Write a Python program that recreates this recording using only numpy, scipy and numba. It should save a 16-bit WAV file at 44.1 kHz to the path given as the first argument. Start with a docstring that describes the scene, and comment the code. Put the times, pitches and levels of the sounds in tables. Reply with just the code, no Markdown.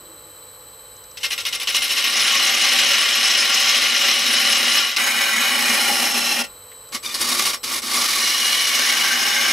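"""A hand-held gouge cuts a wooden bowl blank spinning on a lathe in a workshop.
Fibres tear in a dense crackle of clicks and friction noise that rings the modes of blank, tool and rest.
At first the high side of the out-of-round rim bites once a turn; then come long cuts, catches and a chatter.
Underneath, the inverter-fed motor whines in steady tones, with noisy hum bands and the air of the shop.
The cut also sounds through a short room made of feedback delays, and its treble flickers."""
import sys
import numpy as np
from scipy import signal
from scipy.fft import rfft, irfft, next_fast_len
from scipy.io import wavfile
from numba import njit

SR = 44100
rng = np.random.default_rng(int(sys.argv[2]) if len(sys.argv) > 2 else 0)


def generate_wav(signal):
    """Clip the signal to [-1, 1] and save it as 16-bit WAV at the path in sys.argv[1]."""
    frames = np.transpose(np.atleast_2d(signal))
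    scaled = np.clip(frames, -1, 1) * 32767
    pcm = np.round(scaled).astype(np.int16)
    wavfile.write(sys.argv[1], SR, pcm)


def volts(x):
    """Linear amplitude factor 10**(x/20) for a level x in dB, scalar or array-like."""
    e = np.asarray(x, float) / 20
    return 10 ** e


N = 419832
STEP = 40   # samples per control step
TIME = np.arange(N) / SR
SIZE = next_fast_len(N + SR)
HZ = np.maximum(np.fft.rfftfreq(SIZE, 1 / SR), 1)
TOP_HZ = 15720   # top of the band

# motor and belt hum, before the running level: pitch_hz, width_hz, level_db (rms)
HUM_BANDS = [(48, 12, -62.5), (95.5, 7.7, -63), (486, 170, -59.5), (575, 40, -66), (845, 29, -61.5),
             (1070, 520, -54), (3080, 180, -60), (4100, 250, -66), (8000, 260, -63), (8600, 300, -61),
             (12200, 540, -54)]
# colour of the shop air, relative: pitch_hz, level_db
SHOP_AIR = [(12, -37), (20, -11), (110, 0), (175, -7), (292, -5.5), (400, -2), (510, -7), (700, -5.5),
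            (1000, -4), (3600, -12), (4020, -10), (6840, -16), (7860, -2.5), (9040, -17.5), (12300, -14),
            (15800, -21)]
SHOP_AIR_DB = -49.5   # rms, before the running level
# stereo spread of the motor and air: pitch_hz, side_against_mid_db
MOTOR_SIDE = [(60, -31), (180, -12), (550, -14.5), (1650, -4.5), (4970, -10), (15000, -13)]
# level of motor and air through the scene: time_s, level_db
RUNNING_LEVEL = [(1.5, -1.5), (4.9, -9.5), (6.4, -7), (6.5, -1), (7.9, -2.5), (8.5, -5)]
FADING_HUM_HZ, FADING_HUM_WIDTH_HZ, FADING_HUM_DB, FADING_HUM_T60_S = 328, 40, -49, 2
CARRIER_HZ, SHAFT_HZ = 4000.1, 16.285   # inverter switching rate, motor shaft rate
# whine around 0, 1, 2 and 3 times the carrier, one row each: offsets in whole shaft orders
TONE_ORDERS = [
    [9, 27, 28, 30, 31, 32, 35, 36, 37],
    [-7, -6, -5, -3, -2, 2, 3, 4, 5, 6, 7, 9, 10, 30, 31],
    [-32, -12, -9, -4, -1, 0, 4, 9],
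    [-6, -2, 2, 6, 12, 30],
]
# the same tones, before slow drift and running level: level_db (rms)
TONE_LEVELS = [
    [-68, -63, -60, -66, -57, -61, -63, -65, -68],
    [-62, -63, -70, -66, -62, -66, -67, -70, -65, -61, -66, -67, -68, -72, -71],
    [-63, -67, -65, -59, -64, -45, -56, -64],
    [-60, -59, -63, -58, -69, -65],
]
# once cutting has begun the shaft speed wavers: time_s, waver (rms share of the shaft rate)
SHAFT_WAVER = [(1.2, 0), (2, .012)]

TURNS_PER_S = 13.6   # of the blank
FIRST_TICK_S = 0.966
# the rim brushes the edge once a turn, before each tick's envelope: level_db (rms)
TICK_LEVELS = [-41, -39, -38]
# tone of every tick: pitch_hz, width_hz, fall_s
TICK_TONE = (5500, 2500, 0.0027)
# short coloured bursts: ticks, a soft knock, and bright onsets of catches;
# level before the envelope: start_s, level_db (rms), pitch_hz, width_hz, fall_s
BURSTS = [(1.177, -31, 3500, 3480, .002), (6.715, -38, 1780, 2000, 0.009), (6.888, -40, 5500, 2500, 0.0036),
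          (7.059, -18, 3640, 150, .007), (7.06, -29, 5500, 1500, .006), (7.142, -20, 4600, 1600, 0.01)]

# stretches of cutting sound, with a short bright burst at 4.962 s: time_s, cut_db
STRETCHES = [
    [(1.2, -38), (1.66, -36.5), (1.75, -26.5), (2.06, -21.5), (2.14, -18), (3, -17), (3.9, -17.5),
     (4.78, -17), (4.865, -22), (4.88, -22), (4.955, -26)],
    [(4.962, -11), (4.974, -16)],
    [(4.979, -20.5), (5.1, -20.5), (5.84, -19), (6.42, -22.5), (6.432, -36), (6.447, -30.5)],
    [(6.921, -28), (6.935, -31), (6.95, -23.5), (6.968, -29.5)],
    [(7.025, -39), (7.045, -33), (7.13, -33), (7.19, -29.5), (7.215, -25.5), (7.5, -23.5), (7.525, -30),
     (7.558, -37)],
    [(7.63, -25.5), (7.66, -28), (7.788, -22.5)],
    [(7.818, -27), (7.86, -28.5), (7.96, -20), (8.55, -19.5), (9.52, -21.5)],
]
FADE_IN_S, FADE_OUT_DB_PER_S = 0.0028, 752   # of every stretch
FIRST_BITE_S, RIM_BITE_S, RIM_BITE_GROWS_S = 1.2305, 0.035, 0.00085   # start, length, growth a turn
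# the high side of the rim meets the edge once a turn, before the sag: level_db
RIM_BITES = [-20.5, -22, -24.5, -21, -22.5, -24, -20.5, -17.5, -19, -19.5, -21.5, -18]
# the edge catches in the wood, level before the sag: start_s, level_db, length_s
CATCHES = [(1.171, -34, 0.013), (7.142, -22.5, 0.014), (7.21, -22.5, 0.018), (7.287, -22, 0.051),
           (7.393, -20, 0.011), (7.452, -18.5, 0.03), (7.53, -23.5, 0.02)]
BITE_RISE_S, BITE_SAG_DB_PER_S, BITE_FALL_S = 0.00091, 67, 0.012
# hard and soft grain passing the edge: times_a_turn, swing_db, phase_turns
GRAIN = [(1, 0.51, 0.086), (2, 0.72, 0.12), (3, 0.55, 0.91)]

# stance of the tool, 0 thin and bright, 1 steady push, 2-3 deep cut moving inward,
# 4 light skim, 5-6 sweep: time_s, stance (0-6)
STANCE = [(1.9, 0), (2.2, 1), (4, 1), (4.7, 1.25), (4.958, 1.25), (4.961, 0), (4.974, 0), (4.979, 2),
          (5.4, 2), (6.2, 3), (6.6, 3), (6.8, 4), (7.85, 4), (8.3, 5), (8.6, 5), (9.2, 6)]
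# direct sound of tearing: pitch_hz, then gain_db in each stance 0 to 6
TEAR_COLOUR = [(103, -30, -29, -20, -17, -8, -18, -20), (171, -28, -24, -19, -9, -20, -27, -10),
               (298, -10, -11, -10.5, -5, -7, -9.5, -5.5), (700, -17, -8.5, -5, -1.5, -5, -9, -8),
               (1060, -12, -10.5, -1.5, -4.5, 0, -13, -3.5), (1574, -7, 0.5, 2.5, 1.5, -0.5, 0.5, 6.5),
               (2500, 4.5, 7, -1, 1.5, -0.5, -1.5, 3.5), (4430, 2, 2, -0.5, 1, 5.5, 4, 3),
               (6180, 0, 0.5, -5, 2.5, 3, 2.5, 2.5), (7030, -9.5, -9.5, -13, -5, -0.5, -5, -11.5),
               (11600, -7.5, -10.5, -5.5, -1.5, -1.5, -4, -4.5), (14300, -19, -27, -13, -14, -10, -14, -12),
               (15800, -24, -36, -19, -19, -17, -19, -19)]
# modes of blank, tool and rest, before they vary: pitch_hz, width_hz, then gain_db in each stance 0 to 6
BODY_MODES = [(240.3, 16.8, -4, 2.5, 12.5, 13.5, 13, 0, 6.5), (354, 41, -21, -15, -3, -6, 4.5, -8, -6),
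              (569.7, 19.7, -1, 1, 4.5, 7, 0, -0.5, 2), (783, 7.3, -1, 5, 1, -7, -12, -8, -5),
              (818, 62, -17, -10, 4.5, 10, -14, -9, 8), (1146, 77, 1, 3.5, 3.5, 3, 9, 7, 5.5),
              (1396, 25, 4.5, 4.5, 8, 6, -3, 0, -8), (1571, 26, -1, -16, 12, -10, -21, -4, 14),
              (1732, 21, -7, -11, 11, -9, -12, 7.5, 9), (1855, 16, 5.5, 7.5, 9, 11.5, 4, 10, 8),
              (1979, 25, 5, 7.5, 15.5, 8, 3, 6, 10), (2126, 21, 11.5, 8.5, 8, 7, 8, -1, 15),
              (2230, 100, -16.5, -21, 14, -11, 4, 8.5, 9), (2415, 42, -13, -5, 14.5, 8, 5, 4, 6),
              (2715, 85, 3.5, -9, -18, 16, -18, -15, -13), (2922, 78, 10.5, 12.5, 14, 10, 5.5, 14.5, 15),
              (3216, 28, 2.5, 9.5, -7, 10, 3, 10, 7.5), (3566, 26, 5, -5, -12, -10, 6, 10, 8),
              (3782, 36, 8, 4, 13, -12, 7, 4, 6), (4050, 94, 4.5, 6, 1, 11, -1, 8.5, 2),
              (4610, 120, -15, -30, -13, -14, 6, -8, -8), (5220, 123, 6, 7.5, 6, 8.5, 1, 4.5, 9.5),
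              (5380, 17, 5, 10.5, 9, 16.5, 10, -6, 16), (5705, 54, 3, -1, -2, -6, 0, 9, 4),
              (6550, 78, -9, -3, 8.5, 0, -3, 1, 10), (7880, 220, -25, -14.5, -0.5, -5, -11, -7, -4),
              (9320, 120, -12, -37, -1, 1, 3, 0.5, 1), (10650, 300, -17, -13.5, -7, -11, -3, -8, -11)]
# extra gain of the low modes: time_s, gain_db
THRUM = [(2.6, -3), (3.9, -2), (4.5, 2.5), (5, -5.5), (5.9, -0.2), (6.9, -2.5)]
THRUM_EDGE_HZ, MODE_WANDER = 900, 0.0078   # top of the low modes; rms share of an upper mode's pitch
MODE_TURN_DB = 1.5   # each mode swells once a turn, at its own place on the blank
BODY_LOW_CUT_HZ = 175   # low cut of the ringing modes, which sound thin below this
# each rim bite opens with a chirp as the edge digs in
CHIRP_FROM_HZ, CHIRP_TO_HZ, CHIRP_GLIDE_S = 3150, 2450, .01
CHIRP_WIDTH_HZ, CHIRP_FALL_S, CHIRP_DB = 220, 0.01, 14.5
# the edge chatters as it settles
CHATTER_FROM_S, CHATTER_TO_S, CHATTER_HZ, CHATTER_WIDTH_HZ = 7.034, 7.125, 1185, 36
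# lines on 1, 2, 3.. times the chatter pitch, before the envelope: level_db (rms)
CHATTER_LINES = [-46, -39, -40, -41, -47]

HISS_EDGE_HZ = 6700   # where scrape gives way to hiss
# watery treble, stronger before 4.9 s: time_s, swing_db (rms)
WATERY_TREBLE = [(4.9, 4), (5, 1.5)]
# lean of the cut: pitch_hz, left_minus_right_db
CUT_LEAN = [(60, -3), (99, 1), (160, -1), (270, -0.5), (450, -0.5), (740, -0.5), (1220, -0.5), (2010, 1),
            (3330, 2), (5500, 0.5), (9080, 0.5), (15000, -0.5)]
# stereo spread of the cut, before the widths below: pitch_hz, side_against_mid_db
CUT_SIDE = [(30, -30), (60, -31), (130, -31), (290, -29), (640, -11), (1410, -9), (3100, -13.5),
            (6800, -13.5), (15000, -11.5)]
# place of the cut: time_s, left_minus_right_db, scrape_width_db, hiss_width_db
CUT_PLACE = [(1.1, 0.2, -6.5, 8.5), (4.9, 0.5, -3, 6), (5, -0.5, 1.5, 4), (7, -0.3, 0, 0),
             (7.9, -0.9, 0, 2.5), (9.52, -0.5, 1, 3)]
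ROOM_T60_S, ROOM_DB, WALL_CUT_HZ = 0.15, -9, 2600   # T60 before the walls dull the echoes


def rms_one(x):
    """Scale to unit rms."""
    return x / np.sqrt(np.mean(x ** 2) + 1e-20)


def curve(rows):
    """Columns of a time table at every sample."""
    s, *columns = np.transpose(rows)
    return np.array([np.interp(TIME, s, c) for c in columns])


def gain_over_hz(points):
    """Gain of a dB spectrum on the FFT grid."""
    hz, db = np.transpose(points)
    return volts(np.interp(np.log(HZ), np.log(np.maximum(hz, 1)), db))


def slow_chance(rate_hz):
    """Smoothed chance of rms 1 that varies at the given rate, one value a control step."""
    r = np.exp(-2 * STEP * np.pi * rate_hz / SR)
    noise = rng.standard_normal(N // STEP + 2002)
    return rms_one(signal.lfilter([1], [1, -2 * r, r * r], noise)[2000:])


def drift(rate_hz):
    """Slow chance at every sample."""
    slow = slow_chance(rate_hz)
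    return np.interp(np.arange(N) / STEP, np.arange(len(slow)), slow)


def split(x, edge_hz):
    """Parts of x below and above an edge."""
    low = irfft(rfft(x, SIZE) / (1 + (HZ / edge_hz) ** 8), SIZE)[..., :N]
    return low, x - low


def resonate(x, hz, width_hz):
    """Two-pole resonance with gain 1 on top."""
    r = np.exp(-np.pi * width_hz / SR)
    push = np.array([1, 0, -1]) * (1 - r * r) / 2
    return signal.lfilter(push, [1, -2 * r * np.cos(2 * np.pi * hz / SR), r * r], x)


@njit
def resonate_moving(x, r, gain, twice_cos, step):
    """Two-pole resonance whose drive and centre move step by step."""
    y = np.zeros_like(x)
    for c in range(x.shape[0]):
        for i in range(2, x.shape[1]):
            k = i // step
            push = gain[k] * (1 - r * r) / 2 * (x[c, i] - x[c, i - 2])
            y[c, i] = push + r * twice_cos[k] * y[c, i - 1] - r * r * y[c, i - 2]
    return y


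def to_stereo(mid, other, side_db):
    """An unrelated second strand, weighted by frequency, is the left-right difference."""
    side = irfft(rfft(other, SIZE) * gain_over_hz(side_db), SIZE)[:N]
    return np.array([mid + side, mid - side])


def shop_air_and_hum():
    """Coloured noise for the air; noise through resonances for the hum bands, one of them fading."""
    white = rng.standard_normal((2, N))
    coloured = irfft(rfft(white, SIZE) * gain_over_hz(SHOP_AIR), SIZE)[:, :N]
    out = volts(SHOP_AIR_DB) * rms_one(coloured)
    white = rng.standard_normal((2, N))
    for hz, width_hz, db in HUM_BANDS:
        out += volts(db) * rms_one(resonate(resonate(white, hz, width_hz), hz, width_hz))
    fading = rms_one(resonate(white, FADING_HUM_HZ, FADING_HUM_WIDTH_HZ))
    return out + volts(FADING_HUM_DB - 60 * TIME / FADING_HUM_T60_S) * fading


def inverter_whine():
    """Sine tones lie whole shaft orders off multiples of the inverter's carrier."""
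    tones = [(k, n, db) for k, orders in enumerate(TONE_ORDERS) for n, db in zip(orders, TONE_LEVELS[k])]
    # the side strand is a quarter turn off, so tones stay centred
    phases = rng.random((len(tones), 1, 1)) + [[0], [1 / 4]]
    shaft_turns = np.cumsum(SHAFT_HZ * (1 + curve(SHAFT_WAVER)[0] * drift(3.03))) / SR
    out = np.zeros((2, N))
    for (k, n, db), phase in zip(tones, phases):
        turns = k * CARRIER_HZ * TIME + n * shaft_turns + phase
        out += np.sqrt(2) * volts(db + 0.92 * drift(4.5)) * np.sin(2 * np.pi * turns)
    return out


def motor():
    """Inverter tones, hum and shop air share one running level and one stereo spread."""
    mid, other = shop_air_and_hum() + inverter_whine()
    return volts(curve(RUNNING_LEVEL)[0]) * to_stereo(mid, other, MOTOR_SIDE)


def crackle(per_s, spread_db, smooth):
    """Two strands of tearing fibres: uneven clicks over smooth friction noise."""
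    sizes = volts(spread_db * np.minimum(rng.exponential(1, (2, N)), 5))
    signs = rng.choice([-1, 1], (2, N))
    torn = rng.random(N) < per_s / SR
    return rms_one(rms_one(sizes * signs * torn) + smooth * rng.standard_normal((2, N)))


def ticks_and_bursts(drive):
    """Rim ticks and coloured bursts are the crackle through a resonance, quickly fading."""
    ticks = [(FIRST_TICK_S + k / TURNS_PER_S, db, *TICK_TONE) for k, db in enumerate(TICK_LEVELS)]
    out = np.zeros_like(drive)
    for s, db, hz, width_hz, fall_s in ticks + BURSTS:
        since = np.maximum(TIME - s, 0)
        shape = (1 - np.exp(-4 * since / fall_s)) * np.exp(-since / fall_s)
        out += volts(db) * shape * rms_one(resonate(resonate(drive, hz, width_hz), hz, width_hz))
    return out


def pressure():
    """Gain of the cut: powers of stretches and bites add, then grain and an unsteady hand vary it."""
    power = np.zeros(N)
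    for stretch in STRETCHES:
        fade_in = 1 - np.exp(-np.maximum(TIME - stretch[0][0], 0) / FADE_IN_S)
        fade_out_db = -FADE_OUT_DB_PER_S * np.maximum(TIME - stretch[-1][0], 0)
        power += (fade_in * volts(curve(stretch)[0] + fade_out_db)) ** 2
    rim = [(FIRST_BITE_S + k / TURNS_PER_S, db, RIM_BITE_S + k * RIM_BITE_GROWS_S)
           for k, db in enumerate(RIM_BITES)]
    for s, db, length_s in rim + CATCHES:
        since = np.maximum(TIME - s, 0)
        rise = 1 - np.exp(-since / BITE_RISE_S)
        fall = np.exp(-np.maximum(since - length_s, 0) / BITE_FALL_S)
        power += (volts(db - BITE_SAG_DB_PER_S * since) * rise * fall) ** 2
    grain_db = sum(db * np.cos(2 * np.pi * (k * TURNS_PER_S * TIME - turn)) for k, db, turn in GRAIN)
    hand_db = 0.63 * drift(5.6) + 0.96 * drift(89)
    return np.sqrt(power) * volts(grain_db + hand_db)


def tearing(force, stance):
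    """The crackle heard directly, its spectrum crossfading from stance to stance."""
    hz, *colours = np.transpose(TEAR_COLOUR)
    spectrum = 0
    for k, colour_db in enumerate(colours):
        share = np.maximum(1 - abs(stance - k), 0)
        spectrum = spectrum + rfft(force * share, SIZE) * gain_over_hz(np.transpose([hz, colour_db]))
    return irfft(spectrum / (1 + (55 / HZ) ** 4), SIZE)[:, :N]   # lows fall away below 55 Hz


def body(force, stance):
    """The crackle rings each mode, which waxes and wanes, upper ones wandering, as the edge loads the wood."""
    rings = 0
    stance, thrum_db, time = stance[::STEP], curve(THRUM)[0][::STEP], TIME[::STEP]
    for hz, width_hz, *db in BODY_MODES:
        slow, fast, wander = [slow_chance(rate)[:len(stance)] for rate in (1.5, 15., 9.)]
        gain_db = np.interp(stance, np.arange(len(db)), db) + slow + fast
        gain_db += thrum_db * (hz < THRUM_EDGE_HZ)
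        gain_db += MODE_TURN_DB * np.cos(2 * np.pi * (TURNS_PER_S * time + rng.random()))
        angle = 2 * np.pi * hz * (1 + MODE_WANDER * wander * (hz > THRUM_EDGE_HZ)) / SR
        r = np.exp(-np.pi * width_hz / SR)
        rings = rings + resonate_moving(force, r, volts(gain_db), 2 * np.cos(angle), STEP)
    return split(rings, BODY_LOW_CUT_HZ)[1]


def chirps(force):
    """A resonance that glides down in the first moments of every rim bite."""
    turns = (TIME[::STEP] - FIRST_BITE_S) * TURNS_PER_S
    since = turns % 1 / TURNS_PER_S
    hz = CHIRP_TO_HZ + (CHIRP_FROM_HZ - CHIRP_TO_HZ) * np.exp(-since / CHIRP_GLIDE_S)
    biting = (turns >= 0) * (turns < len(RIM_BITES))
    gain = volts(CHIRP_DB) * np.exp(-since / CHIRP_FALL_S) * biting
    r = np.exp(-np.pi * CHIRP_WIDTH_HZ / SR)
    return resonate_moving(force, r, gain, 2 * np.cos(2 * np.pi * hz / SR), STEP)


def chatter(drive):
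    """Stick-slip of the edge: narrow lines of noise on multiples of one pitch."""
    shape = np.clip(np.minimum(TIME - CHATTER_FROM_S, CHATTER_TO_S - TIME) / 0.01, 0, 1)
    near = slice(int((CHATTER_FROM_S - .5) * SR), int(CHATTER_TO_S * SR))
    out = np.zeros_like(drive)
    for k, db in enumerate(CHATTER_LINES):
        line = resonate(drive[:, near], (k + 1) * CHATTER_HZ, CHATTER_WIDTH_HZ)
        out[:, near] += volts(db) * rms_one(line)
    return out * shape


def gouge():
    """Pressure turns the crackle into a force, heard directly and through the modes, as two strands."""
    drive = crackle(per_s=6000., spread_db=2.0, smooth=0.91)
    force, stance = drive * pressure(), curve(STANCE)[0]
    out = ticks_and_bursts(drive) + tearing(force, stance) + body(force, stance)
    return out + chirps(force) + chatter(drive)


def watery_treble(x):
    """The treble flickers: the level of each narrow band above the scrape drifts by chance."""
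    out, hiss = split(x, HISS_EDGE_HZ)
    spectrum, swing_db = rfft(hiss, SIZE), curve(WATERY_TREBLE)[0]
    edges = np.append(0, np.geomspace(HISS_EDGE_HZ, TOP_HZ, num=14)[1:])
    for low, high in zip(edges, edges[1:]):
        band = irfft(spectrum * ((HZ > low) & (HZ <= high)), SIZE)[:, :N]
        out += band * volts(swing_db * drift(30.0))
    return out


def workshop(x):
    """Six feedback delays a side, duller on every round."""
    turn = 2j * np.pi * HZ / SR
    dull = 1 / (1 + 1j * HZ / WALL_CUT_HZ)
    echoes = np.zeros((2, len(HZ)), complex)
    for k, lag in enumerate((rng.uniform(.012, .04, 12) * SR).astype(int)):
        loop = volts(-60 * lag / SR / ROOM_T60_S) * dull * np.exp(-turn * lag)
        echoes[k % 2] += loop / (1 - loop) * (-1) ** (k // 2)
    return irfft(rfft(x, SIZE) * echoes, SIZE)[:, :N]


def scene():
    """The cut, leaning left or right by frequency, with its room, over the running lathe."""
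    mid, other = watery_treble(gouge())
    pan_db, *width_db = curve(CUT_PLACE)
    other = np.sum(volts(np.array(width_db)) * split(other, HISS_EDGE_HZ), axis=0)
    left, right = to_stereo(mid, other, CUT_SIDE)
    lean = gain_over_hz(CUT_LEAN) ** .5   # half the lean on each side
    cut = irfft([rfft(left, SIZE) * lean, rfft(right, SIZE) / lean], SIZE)[:, :N]
    pan = volts(pan_db / 2 * np.array([[1], [-1]]))
    return pan * cut + volts(ROOM_DB) * workshop(mid) + motor()


def roll_off(x):
    """The treble ends steeply here."""
    return signal.sosfilt(signal.butter(12, 16060, fs=SR, output="sos"), x)


def record(dry):
    """Peaks are gently rounded, then the top is cut."""
    rounded = 0.81 * np.tanh(dry / 0.79)
    mix = irfft(rfft(rounded, SIZE) * (HZ < TOP_HZ), SIZE)[:, :N]
    return roll_off(mix)


dry = scene()
out = record(dry)
generate_wav(out)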